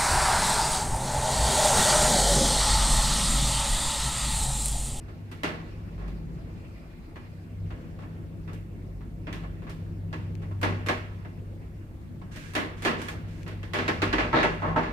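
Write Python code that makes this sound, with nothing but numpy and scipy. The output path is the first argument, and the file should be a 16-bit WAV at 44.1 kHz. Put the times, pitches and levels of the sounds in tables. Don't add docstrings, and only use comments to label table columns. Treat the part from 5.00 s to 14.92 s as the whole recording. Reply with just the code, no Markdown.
import sys
import numpy as np
from scipy import signal
from scipy.io import wavfile

SR = 44100
rng = np.random.default_rng(int(sys.argv[2]) if len(sys.argv) > 2 else 0)


def generate_wav(sig):
    pcm = np.round(np.clip(np.atleast_2d(sig).T, -1, 1) * 32767).astype(np.int16)
    wavfile.write(sys.argv[1], SR, pcm)


N = 437472

# (time [s], level [dB], body [dB], treble [dB], fade time [s], contact time [s])
KNOCKS = [(0.084, -51.5, -2, -29, .14, .016), (0.3142, -40, -6.5, -11.5, .11, .018),
          (0.4337, -21.5, -7.5, -17.5, 0.35, 0.01), (0.9794, -51, 2, -26, .34, 0.061),
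          (1.0789, -47.5, -2, -15, .095, 0.0085), (2.1581, -43, -0.5, -28, 0.12, 0.015),
          (2.7044, -42, -2, -34, 0.16, .012), (2.989, -51.5, 4, -25, .2, 0.019),
          (3.021, -49.5, 0, -24, 0.16, .02), (3.4768, -43, -4.5, -30, .19, 0.02),
          (3.532, -47, -7, -8.5, .15, .013), (4.008, -52, 1, -39, .08, .012),
          (4.2699, -32, -7.5, -44, 0.16, .013), (4.327, -32.5, -14, -15.5, 0.25, 0.011),
          (4.4359, -43.5, -0.5, -47, 0.11, 0.013), (4.621, -50, 0, -32, .18, .016),
          (4.6682, -43, -1.5, -39, .11, 0.035), (4.696, -42, -18, -9, .13, 0.019),
          (5.1286, -33, -6.5, -24, .11, 0.017), (5.419, -47, -2, -23, 0.12, 0.021),
          (5.5115, -51, 7, -27, .08, .0097), (5.6144, -36, 0, -8.5, .15, .023),
          (5.6304, -18.5, -4, -20.5, 0.29, 0.0028), (5.863, -29.5, -8, -14, .15, .011),
          (5.8862, -18.5, -5, -20.5, 0.22, 0.013), (6.249, -47, 1.5, -46, 0.083, 0.017),
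          (7.215, -49, 4, -34, .088, .0084), (7.3596, -39, -12, -11, .12, 0.013),
          (7.5356, -41, -5, -7, .18, .02), (7.5521, -20, -7, -16.5, 0.38, 0.014),
          (7.822, -31.5, -8, -12, .2, 0.05), (7.8491, -17.5, -6, -18.5, 0.37, 0.021),
          (8.016, -33, -8, -12, 0.13, 0.008), (8.0847, -30.5, -6.5, -12.5, 0.12, 0.008),
          (8.464, -38.5, -6, -33, .14, 0.022), (8.478, -39, -17, -14, .18, .016),
          (8.51, -40.5, -14, -28, 0.13, .015), (8.6299, -36, -9, -21, .1, .0091),
          (8.7346, -21.5, -8, -20.5, 0.53, 0.021), (8.786, -21.5, -8, -30, 0.13, .011),
          (8.8799, -18, -6.5, -23.5, 0.14, 0.017), (9.019, -17, -8.5, -23, 0.22, .012),
          (9.1277, -17.5, -7.5, -26, 0.17, 0.014), (9.183, -18.5, -5.5, -34, 0.33, 0.021),
          (9.330, -18.5, 1, -55, 0.26, 0.05), (9.3847, -19, -15, -49, 0.22, 0.027),
          (9.43, -16, -5.5, -28.5, 0.29, 0.015), (9.621, -33, 8.5, -56, 0.55, 0.038),
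          (9.6794, -37, 8, -40, .15, .018), (9.7625, -23.5, 2.5, -38, .32, 0.022),
          (9.829, -29.5, -2.5, -37, 0.57, .016)]
# (frequency [Hz], level [dB])
BLOW_SPECTRUM = [(88, -33), (150, -14.5), (466, -8.5), (534, -14.5), (589, -6.5), (979, -5), (1080, -1.5),
                 (1450, -9), (1660, -3.5), (2400, -8), (5910, -30), (13200, -46.5), (16000, -53)]
# (frequency [Hz], likeness [-1 to 1])
LIKENESS = [(60, 0.99), (100, 1), (160, 0.61), (240, 0.57), (340, 0.96), (550, 0.51), (900, -0.18),
            (1400, -0.3), (2500, 0.03), (7000, -0.057)]
# (frequency [Hz], left over right [dB])
BALANCE = [(60, 0.0), (180, 1.5), (550, 1.5), (1650, -0.5), (4970, -2), (15000, 0.5)]


def door_knocks(bands, rattle):
    bursts = sum(from_db(at_hz(BLOW_SPECTRUM, hz)) * blow_envelope(hz) * rattle * noise
                 for hz, noise in bands if hz > 140)
    bursts = bursts / band_rms(BLOW_SPECTRUM, 1400, 3500)
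    return 0.79 * bursts + door_panels(bursts)


def blow_envelope(hz):
    # (frequency [Hz], time to fade by 60 dB [s])
    shaft_fade = [(150, 0.23), (400, 0.44), (1000, 0.54), (2800, 0.51), (7000, 0.24), (15000, 0.31)]
    # (frequency [Hz], left over right [dB])
    blow_balance = [(300, -0.5), (1000, -.5), (4000, -3.5), (9000, -8.5), (15000, -6.5)]
    step = 32
    start, fade_s, contact_s = np.transpose(KNOCKS)[[0, 4, 5], :, None]
    points = np.ceil(start * SR / step).astype(int) + np.arange(SR // step)
    age = points * step / SR - start
    slower = (1700 / hz) ** 0.18
    swell = (1 - np.exp(-age / (0.13 * contact_s * slower ** 3 + 1e-4))) ** 2
    hold_s = contact_s * min(1, (2500 / hz) ** 0.44)
    fading_for = np.maximum(age - hold_s, 0)
    crack = from_db(2 * 9.5) * (hz / 8000) * 1e-6 ** (age / 0.023)
    burst = swell * 1e-6 ** (fading_for / (fade_s * slower + 0.0008))
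    echo_db = -9.5 + 3.5 * np.log2(hz / 1700)
    echo = swell * from_db(2 * echo_db) * 1e-6 ** (fading_for / at_hz(shaft_fade, hz))
    strength = from_db(2 * (blow_db(hz)[:, None] - 6.5 + 0.79 * rng.standard_normal(start.shape)))
    count = (N + SR) // step + 2
    power = np.bincount(points.ravel(), (strength * (crack + burst + echo)).ravel(), count)
    return pan(at_hz(blow_balance, hz)) * np.interp(np.arange(N) / step, np.arange(count), np.sqrt(power))


def blow_db(hz):
    # (frequency [Hz], level [dB])
    usual_blow = [(330, 1), (880, -1), (2200, 6), (4200, -12), (8800, -17)]
    db, body_db, treble_db = np.transpose(KNOCKS)[1:4]
    bass_db = -1 + 0.33 * body_db
    rasp_db = -11.5 + 0.27 * treble_db - 0.17 * body_db
    anchor_hz, usual_db = np.transpose(usual_blow)
    shares = [np.interp(np.log(hz), np.log(anchor_hz), row) for row in np.eye(len(anchor_hz))]
    shares[-1] += 0.98 * max(np.log(hz / anchor_hz[-1]), 0)
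    own_db = [bass_db, body_db, 0, rasp_db, treble_db]
    return db + sum(share * (own - usual) for share, own, usual in zip(shares, own_db, usual_db))


def door_panels(bursts):
    # (frequency [Hz], width [Hz], level [dB])
    panel_modes = [(217.2, 7.6, 1.5), (246.3, 6.9, 8), (312.6, 10.8, 5.5), (332, 13, -4), (382.5, 27, 1),
                   (471, 18, 2.5), (606.4, 15, -0.5), (898, 3.3, -8), (1077.5, 26, -4.5), (1310, 4.3, -6),
                   (1702, 30, -4.5), (1970, 17, -5.5), (2795, 8.8, -5), (4640, 29, -20), (5960, 25, -5),
                   (9400, 67, -29)]
    start, _, body_db = np.transpose(KNOCKS)[:3]
    hollow_db = 0.77 * (body_db + 5)
    struck = np.zeros((2, N))
    for hz, width, db in panel_modes:
        strike_db = blow_db(hz) + hollow_db + at_hz(BLOW_SPECTRUM, max(hz, 900)) - 14.5
        strike_db += 0.78 * rng.standard_normal(len(start))
        swing_at = np.round(start * SR).astype(int) + round(3.505 / hz * SR)
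        clicks = np.full(N, 1e-18)
        clicks[swing_at] = from_db(strike_db + db) * SR / (2 * np.pi * width)
        contact = resonate(clicks, hz, 0.51 * hz)
        ring = resonate(contact, hz, width)
        right_delay = np.arccos(at_hz(LIKENESS, hz)) / (2 * np.pi * hz) * SR
        struck += [ring, np.roll(ring, round(right_delay))]
    return struck + from_db(6) * resonances(bursts, panel_modes)


def wall_thump():
    start, db = np.transpose(KNOCKS)[:2]
    thump_db = db - 8.5 + 2.8 * rng.standard_normal(len(start))
    return soft_ring(start + 0.00802, thump_db, hz=299.6, width=74)


def door_leaf():
    # (time [s], level [dB])
    thuds = [(9.328, -23), (9.441, -31), (9.64, -35.5), (9.758, -25)]
    # (frequency [Hz], width [Hz], level [dB])
    leaf_modes = [(130.5, 25, -5), (346, 30, -5), (635, 28, -5), (906, 29, 1), (1318, 34, -0.5),
                  (1645, 30, -9)]
    start, thud_db = np.transpose(thuds)
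    ring = sum(soft_ring(start, thud_db + db, hz, width) for hz, width, db in leaf_modes)
    scrape_start_s, scrape_length_s = 9.335, 0.14
    stroke_times = scrape_start_s + np.array([0, 0.2, 0.6, 1]) * scrape_length_s
    stroke = np.interp(np.arange(N) / SR, stroke_times, [0.0021, 1, 0.72, 0])
    friction = from_db(-22) * stroke * rng.standard_normal((2, N)) + 1e-18
    return pan(-0.5) * (ring + resonate_twice(friction, hz=3750, width=1040))


def cam_slides(bands, rattle):
    # (time [s], length [s], level [dB])
    slides = [(7.31, 0.2, -63), (7.766, 0.064, -68), (7.98, .13, -62.5), (8.273, 0.16, -72.5)]
    # (frequency [Hz], level [dB])
    spectrum = [(530, -44), (900, -9), (1470, -9), (1660, -2), (1810, -11), (2020, -2), (5350, -14),
                (6410, -11), (16000, -36)]
    # (frequency [Hz], width [Hz], level [dB])
    cam_modes = [(1614, 50, 13), (2380, 120, -1), (8950, 150, 4)]
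    attack_s, release_s = 0.012, 0.046
    t = np.arange(N) / SR
    strokes = sum(from_db(db) * np.interp(t - start, [0, attack_s, length, length + release_s], [0, 1, 1, 0])
                  for start, length, db in slides)
    friction = strokes * rattle * coloured(bands, spectrum, low=700) / band_rms(spectrum, 5000, 14000)
    return from_db([[-5], [-1.5]]) * (friction + resonances(friction, cam_modes))


def ticks():
    # (time [s], level [dB], left over right [dB])
    hits = [(5.3534, -28.5, 20), (8.4324, -23, 10)]
    # (frequency [Hz], width [Hz], level [dB])
    part_modes = [(4180, 590, -3), (5650, 300, -6), (2500, 600, 6.5)]
    clicks = np.full((2, N), 1e-18)
    for start, db, balance_db in hits:
        clicks[:, round(start * SR)] = from_db(db) * pan(balance_db)[:, 0]
    return resonances(clicks, part_modes)


def motor_hum():
    # (time [s], 3rd [dB], 6th [dB], 10th [dB])
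    strong_levels = [(0.0, -46, -44.5, -51.5), (0.44, -60, -49, -49.5), (1.05, -35.5, -46.5, -46),
                     (1.24, -38.5, -64, -45), (1.6, -49, -45, -51), (1.71, -55, -68, -53),
                     (1.79, -49, -56, -53.5), (2.37, -67, -48, -54.5), (2.65, -43, -37.5, -38.5),
                     (2.85, -53, -50, -54), (3.15, -52, -39.5, -43.5), (3.89, -42.5, -46, -46),
                     (5.52, -46, -37, -41.5), (5.66, -45, -34, -46), (7.07, -53, -48, -53),
                     (8.76, -47, -37, -45.5), (9.04, -48, -37, -40), (9.15, -37, -42, -54),
                     (9.53, -41, -48, -35), (9.64, -50, -35.5, -46), (9.7, -39, -33.5, -32.5),
                     (9.92, -38.5, -48, -42)]
    weak_multiples = [2, 4, 5, 7, 8, 9, 11, 13, 15, 20, 21]
    weak_levels = [-56.5, -55.5, -62.5, -82, -57, -62, -64.5, -72.5, -60.5, -67, -66.5]
    # (frequency [Hz], phase added left and taken off right [rad])
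    phase_shift = [(30, .01), (100, 0.036), (165, 0.18), (250, 0.41), (350, 0.31)]
    drive_hz = 16.36
    angle = 2 * np.pi * np.cumsum(drive_hz * (1 + 0.001794 * drift(0.89))) / SR
    strong = [(k, db + 2 * drift(3.5)) for k, db in zip([3, 6, 10], in_time(strong_levels))]
    weak = [(k, db + 3.5 * drift(4.6)) for k, db in zip(weak_multiples, weak_levels)]
    hum = np.zeros((2, N))
    for multiple, db in strong + weak:
        hz = multiple * drive_hz
        phase = multiple * angle + rng.uniform(0, 2 * np.pi) + np.array([[1], [-1]]) * at_hz(phase_shift, hz)
        hum += np.sqrt(2) * from_db(db) * pan(at_hz(BALANCE, hz)) * np.sin(phase)
    return hum


def guide_shoes(bands):
    # (time [s], rumble [dB], hiss [dB])
    ride_levels = [(0.0, -54, -62.5), (.7, -53.5, -59.5), (1.2, -50, -63), (1.8, -56, -62.5),
                   (3.2, -52, -64.5), (4.3, -52.5, -66.5), (5.3, -50.5, -64), (7.0, -54, -65),
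                   (9.92, -51, -62)]
    # (frequency [Hz], level [dB])
    rumble_spectrum = [(12, -37), (20, -16), (76, 2.5), (98, 2.5), (135, -5.5), (172, 4.5), (215, -7.5),
                       (281, -8), (330, -6.5), (433, -17.5), (595, -21), (698, -32), (900, -35.5),
                       (1170, -79), (1980, -120)]
    # (frequency [Hz], level [dB])
    hiss_spectrum = [(290, -33), (500, -3.5), (588, -5), (733, -8.5), (805, -5.5), (1060, -5.5),
                     (2180, -9.5), (2370, 3), (2570, -17), (4750, -21.5), (8000, -36.5), (10400, -78),
                     (17600, -120)]
    # (frequency [Hz], width [Hz], level [dB])
    shoe_modes = [(677, 15, -45), (2020, 27, -21), (2414, 14, -9.5), (4130, 360, -20), (4850, 46, -8)]
    # (time [s], gain [dB])
    singing = [(0, 1), (1.2, 14), (2.4, 17), (2.7, -26), (9.92, -10)]
    sway_db = drift(1.64)
    uneven = [(hz, from_db(sway_db + 2.27 * drift(14.2)) * noise) for hz, noise in bands]
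    rumble = coloured(uneven, rumble_spectrum, high=1500) / band_rms(rumble_spectrum, 180, 500)
    hiss = coloured(uneven, hiss_spectrum, low=300, high=11000) / band_rms(hiss_spectrum, 1000, 5000)
    hiss += from_db(in_time(singing)[0]) * resonances(hiss, shoe_modes)
    rumble_db, hiss_db = in_time(ride_levels)
    shake = car_shake()
    rumble_gain = np.hypot(from_db(rumble_db), from_db(-29.5) * shake)
    hiss_gain = np.hypot(from_db(hiss_db), from_db(-26.5) * shake)
    return rumble_gain * rumble + hiss_gain * hiss


def car_shake():
    rise_s, fade_s = 0.028, 0.94
    start, db = np.transpose(KNOCKS)[:2, :, None]
    t = np.arange(0, N, 256) / SR
    age = np.maximum(t - start, 0)
    power = from_db(2 * db) * (1 - np.exp(-age / rise_s)) ** 2 * 1e-6 ** (age / fade_s)
    return np.interp(np.arange(N) / SR, t, np.sqrt(power.sum(axis=0)))


def faint_hiss(bands):
    # (frequency [Hz], level [dB])
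    spectrum = [(3000, -13), (5000, -4.5), (8000, 3.5), (12000, 4), (16000, 3)]
    return from_db(-72.5) * rms_one(coloured(bands, spectrum, low=2500))


def noise_bands():
    edges = np.append(22 * 2 ** (np.arange(29) / 3), 18000)
    white = rng.standard_normal((2, 2, N))
    for k, (low, high) in enumerate(zip(edges, edges[1:])):
        band_filter = signal.butter(2, [low, high], "band", fs=SR, output="sos")
        mid, side = signal.sosfilt(band_filter, white[k % 2])
        hz = np.sqrt(low * high)
        alike = at_hz(LIKENESS, hz)
        yield hz, np.sqrt(1 + alike) * mid + np.sqrt(1 - alike) * side * [[1], [-1]]


def coloured(bands, spectrum, low=0, high=SR / 2):
    return sum(from_db(at_hz(spectrum, hz)) * pan(at_hz(BALANCE, hz)) * noise
               for hz, noise in bands if low < hz < high)


def band_rms(spectrum, low, high):
    return np.sqrt(np.sum(from_db(2 * at_hz(spectrum, np.arange(low, high)))) / (SR / 2))


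def resonate(x, hz, width):
    r = np.exp(-np.pi * max(width, 2) / SR)
    feedback = [1, -2 * r * np.cos(2 * np.pi * hz / SR), r * r]
    return signal.lfilter(np.array([1, 0, -1]) * (1 - r * r) / 2, feedback, x)


def resonate_twice(x, hz, width):
    return resonate(resonate(x, hz, width), hz, width)


def resonances(x, modes):
    return sum(from_db(db) * resonate(x, hz, width) for hz, width, db in modes)


def soft_ring(times, peak_db, hz, width):
    clicks = np.full(N, 1e-18)
    clicks[(times * SR).astype(int)] = from_db(peak_db) * np.e * SR / (2 * np.pi * width)
    return resonate_twice(clicks, hz, width)


def drift(rate_hz):
    r = np.exp(-80 * np.pi * rate_hz / SR)
    slow = signal.lfilter([1], [1, -2 * r, r * r], rng.standard_normal(N // 40 + 2002))[2000:]
    return np.interp(np.arange(N) / 40, np.arange(len(slow)), rms_one(slow))


def in_time(rows):
    times, *columns = np.transpose(rows)
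    return [np.interp(np.arange(N) / SR, times, column) for column in columns]


def at_hz(rows, hz):
    frequencies, values = np.transpose(rows)
    return np.interp(np.log(hz), np.log(frequencies), values)


def pan(db):
    return from_db([[db / 2], [-db / 2]])


def from_db(db):
    return 10 ** (np.asarray(db) / 20)


def rms_one(x):
    return x / np.sqrt(np.mean(x ** 2) + 1e-20)


def scene():
    bands = list(noise_bands())
    rattle = from_db(0.64 * drift(190))
    clatter = door_knocks(bands, rattle) + wall_thump() + door_leaf() + cam_slides(bands, rattle) + ticks()
    return clatter + motor_hum() + guide_shoes(bands) + faint_hiss(bands)


def record(dry):
    return signal.sosfilt(signal.cheby2(20, 70, 16000, fs=SR, output="sos"), dry)


dry = scene()
out = record(dry)
generate_wav(out)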